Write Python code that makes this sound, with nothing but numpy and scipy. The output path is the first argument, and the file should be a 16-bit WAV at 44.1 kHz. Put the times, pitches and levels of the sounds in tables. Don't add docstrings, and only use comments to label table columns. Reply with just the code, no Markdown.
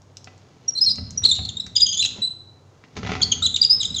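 import sys
import numpy as np
from scipy import signal
from scipy.fft import rfft, irfft
from scipy.io import wavfile

SR = 44100
rng = np.random.default_rng(int(sys.argv[2]) if len(sys.argv) > 2 else 0)


def pcm_store(signal):
    levels = np.round(np.clip(np.atleast_2d(signal), -1, 1) * 32767)
    wavfile.write(sys.argv[1], SR, levels.astype(np.int16).T)


N = 176400


def undb(db):
    return 10 ** (np.asarray(db) / 20)


def unit(x):
    return x / np.sqrt(np.mean(x ** 2) + 1e-20)


def at_hz(points, hz):
    pitches, values = np.array(points, float).T
    return np.interp(np.log(np.maximum(hz, 1)), np.log(pitches), values)


def curve(rows):
    return undb(np.interp(np.arange(N) / SR, *np.array(rows).T))


def colour(x, points):
    gains = undb(at_hz(points, np.fft.rfftfreq(len(x), 1 / SR)))
    return unit(irfft(rfft(x) * gains, len(x)))


def wander(hz):
    return unit(np.interp(np.arange(N) / SR * hz, np.arange(N), rng.standard_normal(N)))


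def fade(t, fade_s):
    return np.exp(-np.log(1000) * t / fade_s)


def add(out, start_s, x):
    i = max(int(start_s * SR), 0)
    out[i:i + len(x)] += x[:max(len(out) - i, 0)]


# pitch_hz, level_db
BACKGROUND_COLOUR = [(25, -25.5), (45, -18), (70, -6), (130, 4.5), (190, -11.5), (350, -8), (600, -12),
                     (1100, -17.5), (2500, -32), (4000, -31.5), (6800, -30), (8600, -42.5), (15000, -53.5)]

def background():
    drone_hz, waver_hz = 95.6, 4.9
    phase = 2 * np.pi * drone_hz * np.arange(N) / SR
    drone = unit((1 + wander(waver_hz)) * np.sin(phase) + wander(waver_hz) * np.cos(phase))
    return undb(-53.5) * colour(rng.standard_normal(N), BACKGROUND_COLOUR) + undb(-57.5) * drone


# pitch_hz, fade_s
ROOM_FADES = [(150, 0.86), (1500, .55), (4000, 0.54), (7500, 0.41), (14000, 0.21)]

def room(x):
    t = np.arange(int(SR * .8)) / SR
    hz = np.fft.rfftfreq(len(t), 1 / SR)
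    spectrum = rfft(rng.standard_normal(len(t)))
    tail = 0
    for centre, fade_s in ROOM_FADES:
        band = at_hz([(f, f == centre) for f, _ in ROOM_FADES], hz)
        tail = tail + irfft(spectrum * band, len(t)) * fade(t, fade_s)
    early = rng.standard_normal(len(t)) * fade(t, fade_s=.059)
    arrived = t > .004
    echo = (undb(-10.5) * unit(tail * arrived) + undb(-9) * unit(early * arrived)) / np.sqrt(len(t))
    return x + signal.fftconvolve(x, echo)[:N]


def hits(rows, tone, fade_s):
    out, t = np.zeros(N), np.arange(SR // 8) / SR
    for start, db in rows:
        burst = fade(t, fade_s) * rng.standard_normal(len(t))
        add(out, start, undb(db) * burst)
    return colour(out, tone) * np.sqrt(np.mean(out ** 2))


# start_s, level_db
TICKS = [(.019, -47.5), (.170, -28.5), (.244, -36), (.379, -49.5), (.708, -37), (.957, -31.5), (1.107, -31),
         (1.665, -30), (2.140, -46), (2.969, -40), (3.071, -40), (3.118, -34.5)]
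# pitch_hz, level_db
TICK_COLOUR = [(800, -17.5), (2200, -10), (3800, -1), (6000, 11), (7300, 1.5), (8800, -17), (15000, -34.5)]

def ticks():
    return hits(TICKS, TICK_COLOUR, fade_s=.013)


# start_s, length_s, pitch_hz, level_db
CHIRPS = [(3.42, 0.0097, 1340, -33), (3.700, 0.012, 1064, -47.5)]

def chirps():
    out = np.zeros(N)
    for start, length, hz, db in CHIRPS:
        t = np.arange(int(length * SR)) / SR
        swell = np.sin(np.pi * t / length)
        add(out, start, undb(db) * np.sqrt(2) * swell * np.sin(2 * np.pi * hz * t))
    return out


# time_s, level_db
PULL_RUMBLE = [(0.75, -56), (1.024, -27.5), (1.066, -40), (1.26, -31), (1.364, -41), (1.412, -25.5),
               (1.498, -39), (2.156, -45.5), (2.184, -49), (2.306, -63), (2.316, -64), (2.45, -66)]
PUSH_RUMBLE = [(2.92, -51), (2.94, -53), (2.974, -31.5), (3.06, -26.5), (3.46, -33.5), (3.568, -49),
               (3.86, -38.5), (3.924, -30.5), (4.0, -50)]
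# pitch_hz, level_db
RUMBLE_COLOUR = [(25, -17), (42, -16), (55, -10.5), (72, 6), (100, 2), (135, 0), (180, -1), (215, -7),
                 (255, -5), (310, -23.5), (420, -28.5), (600, -34), (1200, -71)]

def rumble():
    t = np.arange(N) / SR
    effort = 0
    for rows in (PULL_RUMBLE, PUSH_RUMBLE):
        fade_in = np.clip((t - rows[0][0]) / .02, 0, 1)
        fade_out = np.clip(1 - (t - rows[-1][0]) / .12, 0, 1)
        effort = effort + curve(rows) * fade_in * fade_out
    return colour(rng.standard_normal(N), RUMBLE_COLOUR) * effort * undb(-5.5)


# pitch_hz, fade_s, level_db
BOX_NOTES = [(74.5, 0.22, -26.5), (158, 0.2, -16.5), (254.5, 0.28, -13.5), (408, 0.13, -15.5),
             (749, 0.054, -14), (1024, 0.12, -21.5), (1334, 0.065, -16), (1993, 0.11, -13),
             (2216, .035, -19)]

def box(x):
    t = np.arange(SR // 3) / SR
    ring = sum(undb(db) * unit(fade(t, fade_s) * np.cos(2 * np.pi * hz * t))
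               for hz, fade_s, db in BOX_NOTES)
    return x + signal.fftconvolve(x, ring / np.sqrt(len(t)))[:N] * undb(-6.5)


# time_s, level_db
SCRAPE_LEVELS = [(0.0, -66), (0.27, -57.5), (1.21, -54.5), (1.26, -34), (1.27, -51), (1.88, -60),
                 (2.18, -46), (2.36, -71), (2.95, -57), (2.97, -30.5), (3.01, -45.5), (3.1, -38.5),
                 (3.39, -43), (3.42, -45), (3.51, -49), (4.0, -48.5)]
# pitch_hz, level_db
SCRAPE_COLOUR = [(100, -10.5), (170, 4.5), (255, 3.5), (330, -0.5), (440, -0.5), (600, -10), (1400, -7),
                 (2000, -10), (3500, -8), (6800, -11.5), (8800, -53), (15000, -55.5)]

def scrape():
    catches_per_s, spread_db = 1400, 3
    catches = (rng.random(N) < catches_per_s / SR) * rng.choice([-1, 1], N)
    sizes = undb(spread_db * np.minimum(rng.exponential(size=N), 3))
    rubbing = colour(catches * sizes, SCRAPE_COLOUR)
    return unit(box(rubbing)) * curve(SCRAPE_LEVELS) * undb(-1.5)


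# start_s, level_db
KNOCKS = [(.273, -34.5), (.814, -44), (.982, -37), (1.222, -41.5), (1.247, -37), (1.389, -30), (1.665, -38),
          (1.765, -55), (2.051, -36), (2.839, -39.5), (2.967, -28.5), (3.031, -27), (3.049, -27),
          (3.064, -23), (3.071, -22), (3.093, -21), (3.104, -26), (3.118, -19.5), (3.135, -22.5),
          (3.152, -21), (3.164, -29), (3.205, -25.5)]
# pitch_hz, level_db
KNOCK_COLOUR = [(40, -32), (90, -6.5), (250, 8), (500, 5), (800, 6.5), (1400, 5.5), (2500, 5), (4000, 0),
                (6800, -11.5), (8800, -46.5), (15000, -53.5)]

def knocks():
    return box(hits(KNOCKS, KNOCK_COLOUR, fade_s=.033)) * undb(-3.5)


# start_s, level_db
BUMPS = [(.985, -35.5), (2.162, -38.5), (2.182, -35), (2.966, -31.5), (3.030, -30.5), (3.092, -28)]
# pitch_hz, level_db
BUMP_COLOUR = [(50, -14.5), (110, -2.5), (180, 6), (300, -11.5), (600, -12.5), (1000, -22), (2500, -54),
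               (8000, -71)]

def bumps():
    return hits(BUMPS, BUMP_COLOUR, fade_s=.1495)


# start_s, length_s, first_pitch_hz, middle_pitch_hz, last_pitch_hz, level_db, roughness
SQUEAKS = [ (0.68, 0.019, 5660, 5650, 5600, -17.5, 0.04), (0.751, 0.034, 4280, 4025, 4150, -26.5, .1),
           (0.774, 0.025, 4260, 4300, 3900, -22, 0.31), (0.811, 0.025, 5000, 5122, 5130, -11.5, 0.08),
           (0.835, 0.024, 5250, 5615, 5220, -19, 0.35), (0.861, 0.031, 4320, 4214, 4280, -15, 0.11),
           (0.886, 0.014, 4270, 4060, 3900, -18.5, 0.32), (0.895, 0.03, 4826, 4924, 5200, -19.5, 0.33),
           (1.175, 0.011, 5810, 5780, 5650, -14, 0.1), (1.234, 0.015, 3830, 3860, 3750, -18, 0.49),
           (1.248, 0.02, 4550, 4230, 4050, -9, 0.37), (1.285, 0.03, 4070, 4114, 4100, -16, 0.4),
           (1.311, .014, 3800, 3590, 3700, -12.5, 0.24), (1.322, .017, 3750, 3820, 3750, -16.5, 0.1),
           (1.347, 0.028, 3937, 3860, 3500, -30.5, 1), (1.419, 0.023, 4150, 4320, 4200, -34, 0.55),
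           (1.447, .015, 4220, 4240, 4200, -21, 0.63), (1.488, 0.0097, 3720, 3730, 3600, -20.5, 0.59),
           (1.568, 0.011, 3750, 3914, 3740, -18.5, 0.31), (1.598, 0.012, 3860, 3986, 3850, -17, 0.22),
           (1.602, 0.012, 5590, 5400, 5300, -38, 0.2), (1.753, 0.023, 3700, 3374, 2964, -22, 0.62),
           (1.762, 0.015, 4800, 4937, 4900, -9.5, 0.1), (1.778, 0.0081, 3900, 3860, 3600, -18, 0.3),
           (1.798, 0.02, 3910, 3556, 3390, -19, 0.54), (1.816, .026, 4810, 4926, 4870, -9, 0.02),
           (1.861, .018, 3130, 3303, 3350, -20, 0.51), (1.885, 0.022, 3130, 3190, 3400, -25, 0.3),
           (1.921, 0.026, 3300, 3357, 3450, -26.5, 0.6), (1.936, 0.026, 3337, 3190, 3250, -28, 0.54),
           (1.967, 0.029, 3393, 3550, 3550, -26, 0.6), (1.991, 0.019, 3493, 3610, 3550, -17, 0.4),
           (2.006, 0.031, 4000, 4026, 3980, -19.5, 0.23), (2.024, 0.0092, 3000, 3040, 3100, -19.5, 0.8),
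           (2.036, 0.025, 3970, 3887, 4100, -19, 0.5), (2.048, .023, 2390, 3404, 3760, -24, 0.6),
           (2.218, 0.0385, 3974, 3955, 4065, -19.5, 0.11), (2.246, 0.039, 4080, 4008, 4000, -24, 0.09),
           (2.305, 0.019, 3996, 4024, 4130, -31, 0.07), (3.216, 0.0089, 3420, 3450, 3550, -13, .4),
           (3.224, 0.016, 4336, 4440, 4890, -11, 0.7), (3.316, 0.014, 3266, 3370, 2960, -14.5, 0.54),
           (3.422, 0.038, 3686, 3894, 4100, -18, 0.37), (3.451, 0.021, 4040, 3858, 3400, -15.5, 0.45),
           (3.542, 0.01, 3440, 3830, 3750, -13, 0.09), (3.559, 0.013, 3890, 3790, 3100, -16.5, 0.69),
           (3.615, 0.0089, 4740, 4904, 4800, -0.5, 0.1), (3.624, 0.023, 3784, 3930, 3350, -18, 0.58),
           (3.647, 0.0098, 4890, 4940, 4720, -5, 0.14), (3.697, 0.025, 4810, 4954, 5200, -10, 0.2),
           (3.724, .027, 5127, 5203, 5110, -11.5, 0.07), (3.801, 0.021, 3850, 3913, 3500, -18, 0.29),
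           (3.827, 0.013, 3674, 3430, 3200, -25.5, 1.09), (3.847, 0.016, 3970, 3820, 3650, -19, 0.35),
           (3.903, 0.0099, 3830, 3860, 3850, -21, 0), (3.942, 0.014, 3670, 4150, 4000, -21.5, 0.46),
           (3.960, 0.016, 3540, 3725, 3700, -21, 0.41), (3.981, 0.02, 3470, 3190, 3150, -26.5, 0.38)]
# pitch_hz, level_db
OVERTONES = [(5800, -4.5), (6700, 1), (7300, -7.5), (7800, -19.5), (8400, -29), (9000, -37), (10000, -37.5),
             (11000, -47), (12000, -51), (13200, -49.5), (15000, -43.5)]
# pitch_hz, level_db
RASP_COLOUR = [(600, -18.5), (1300, -27), (1900, -9), (2700, 0.5), (4000, 16.5), (5500, 6.5), (7200, 3.5),
               (7900, -6.5), (8800, -31), (10500, -16.5), (15000, -32)]

def squeaks():
    wobble_hz, flutter_hz = 751.8, 450
    wobble_share, flutter_db, drop_share = .06, 4.5, .36
    rise_s, fall_s, drop_s = .0011, .0014, .0035
    rise_at_s, fall_before_end_s = .0021, .0038
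    margin = 10 * fall_s
    noises = np.array([wander(wobble_hz), wander(flutter_hz),
                       colour(rng.standard_normal(N), RASP_COLOUR)])
    out = np.zeros(N)
    for start, length, first, middle, last, db, rough in SQUEAKS:
        t = np.arange(-margin, length + margin, 1 / SR)
        wobble, tremble, rasp = noises.take(int(start * SR) + np.arange(len(t)), axis=1, mode="wrap")
        hz = np.interp(t, [0, length / 2, length], [first, middle, last])
        hz *= 1 + rough * wobble_share * wobble
        hz *= 1 - drop_share * rough * np.exp(np.minimum(t - length, 0) / drop_s)
        phase = 2 * np.pi * np.cumsum(hz) / SR
        rise = 1 / (1 + np.exp((rise_at_s - t) / rise_s))
        fall = 1 / (1 + np.exp((t - length + fall_before_end_s) / fall_s))
        swell = rise * fall
        tone = np.sin(phase)
        for k in range(2, 5):
            strength = undb(at_hz(OVERTONES, k * hz)) * (k * hz < SR / 2)
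            tone += np.sqrt(swell) * strength * np.sin(k * phase)
        flutter = unit(undb(rough * flutter_db * tremble))
        voice = np.sqrt(2) * tone + rough ** 2 * undb(-5.5) * rasp
        add(out, start - margin, undb(db) * swell * flutter * voice)
    return out


def scene():
    drawer = squeaks() + chirps() + rumble() + scrape() + knocks() + bumps() + ticks()
    return (room(drawer) + background())[None]


def record(dry):
    top_hz = 15850
    return signal.sosfilt(signal.ellip(12, .2, 80, top_hz, fs=SR, output="sos"), dry)


dry = scene()
out = record(dry)
pcm_store(out)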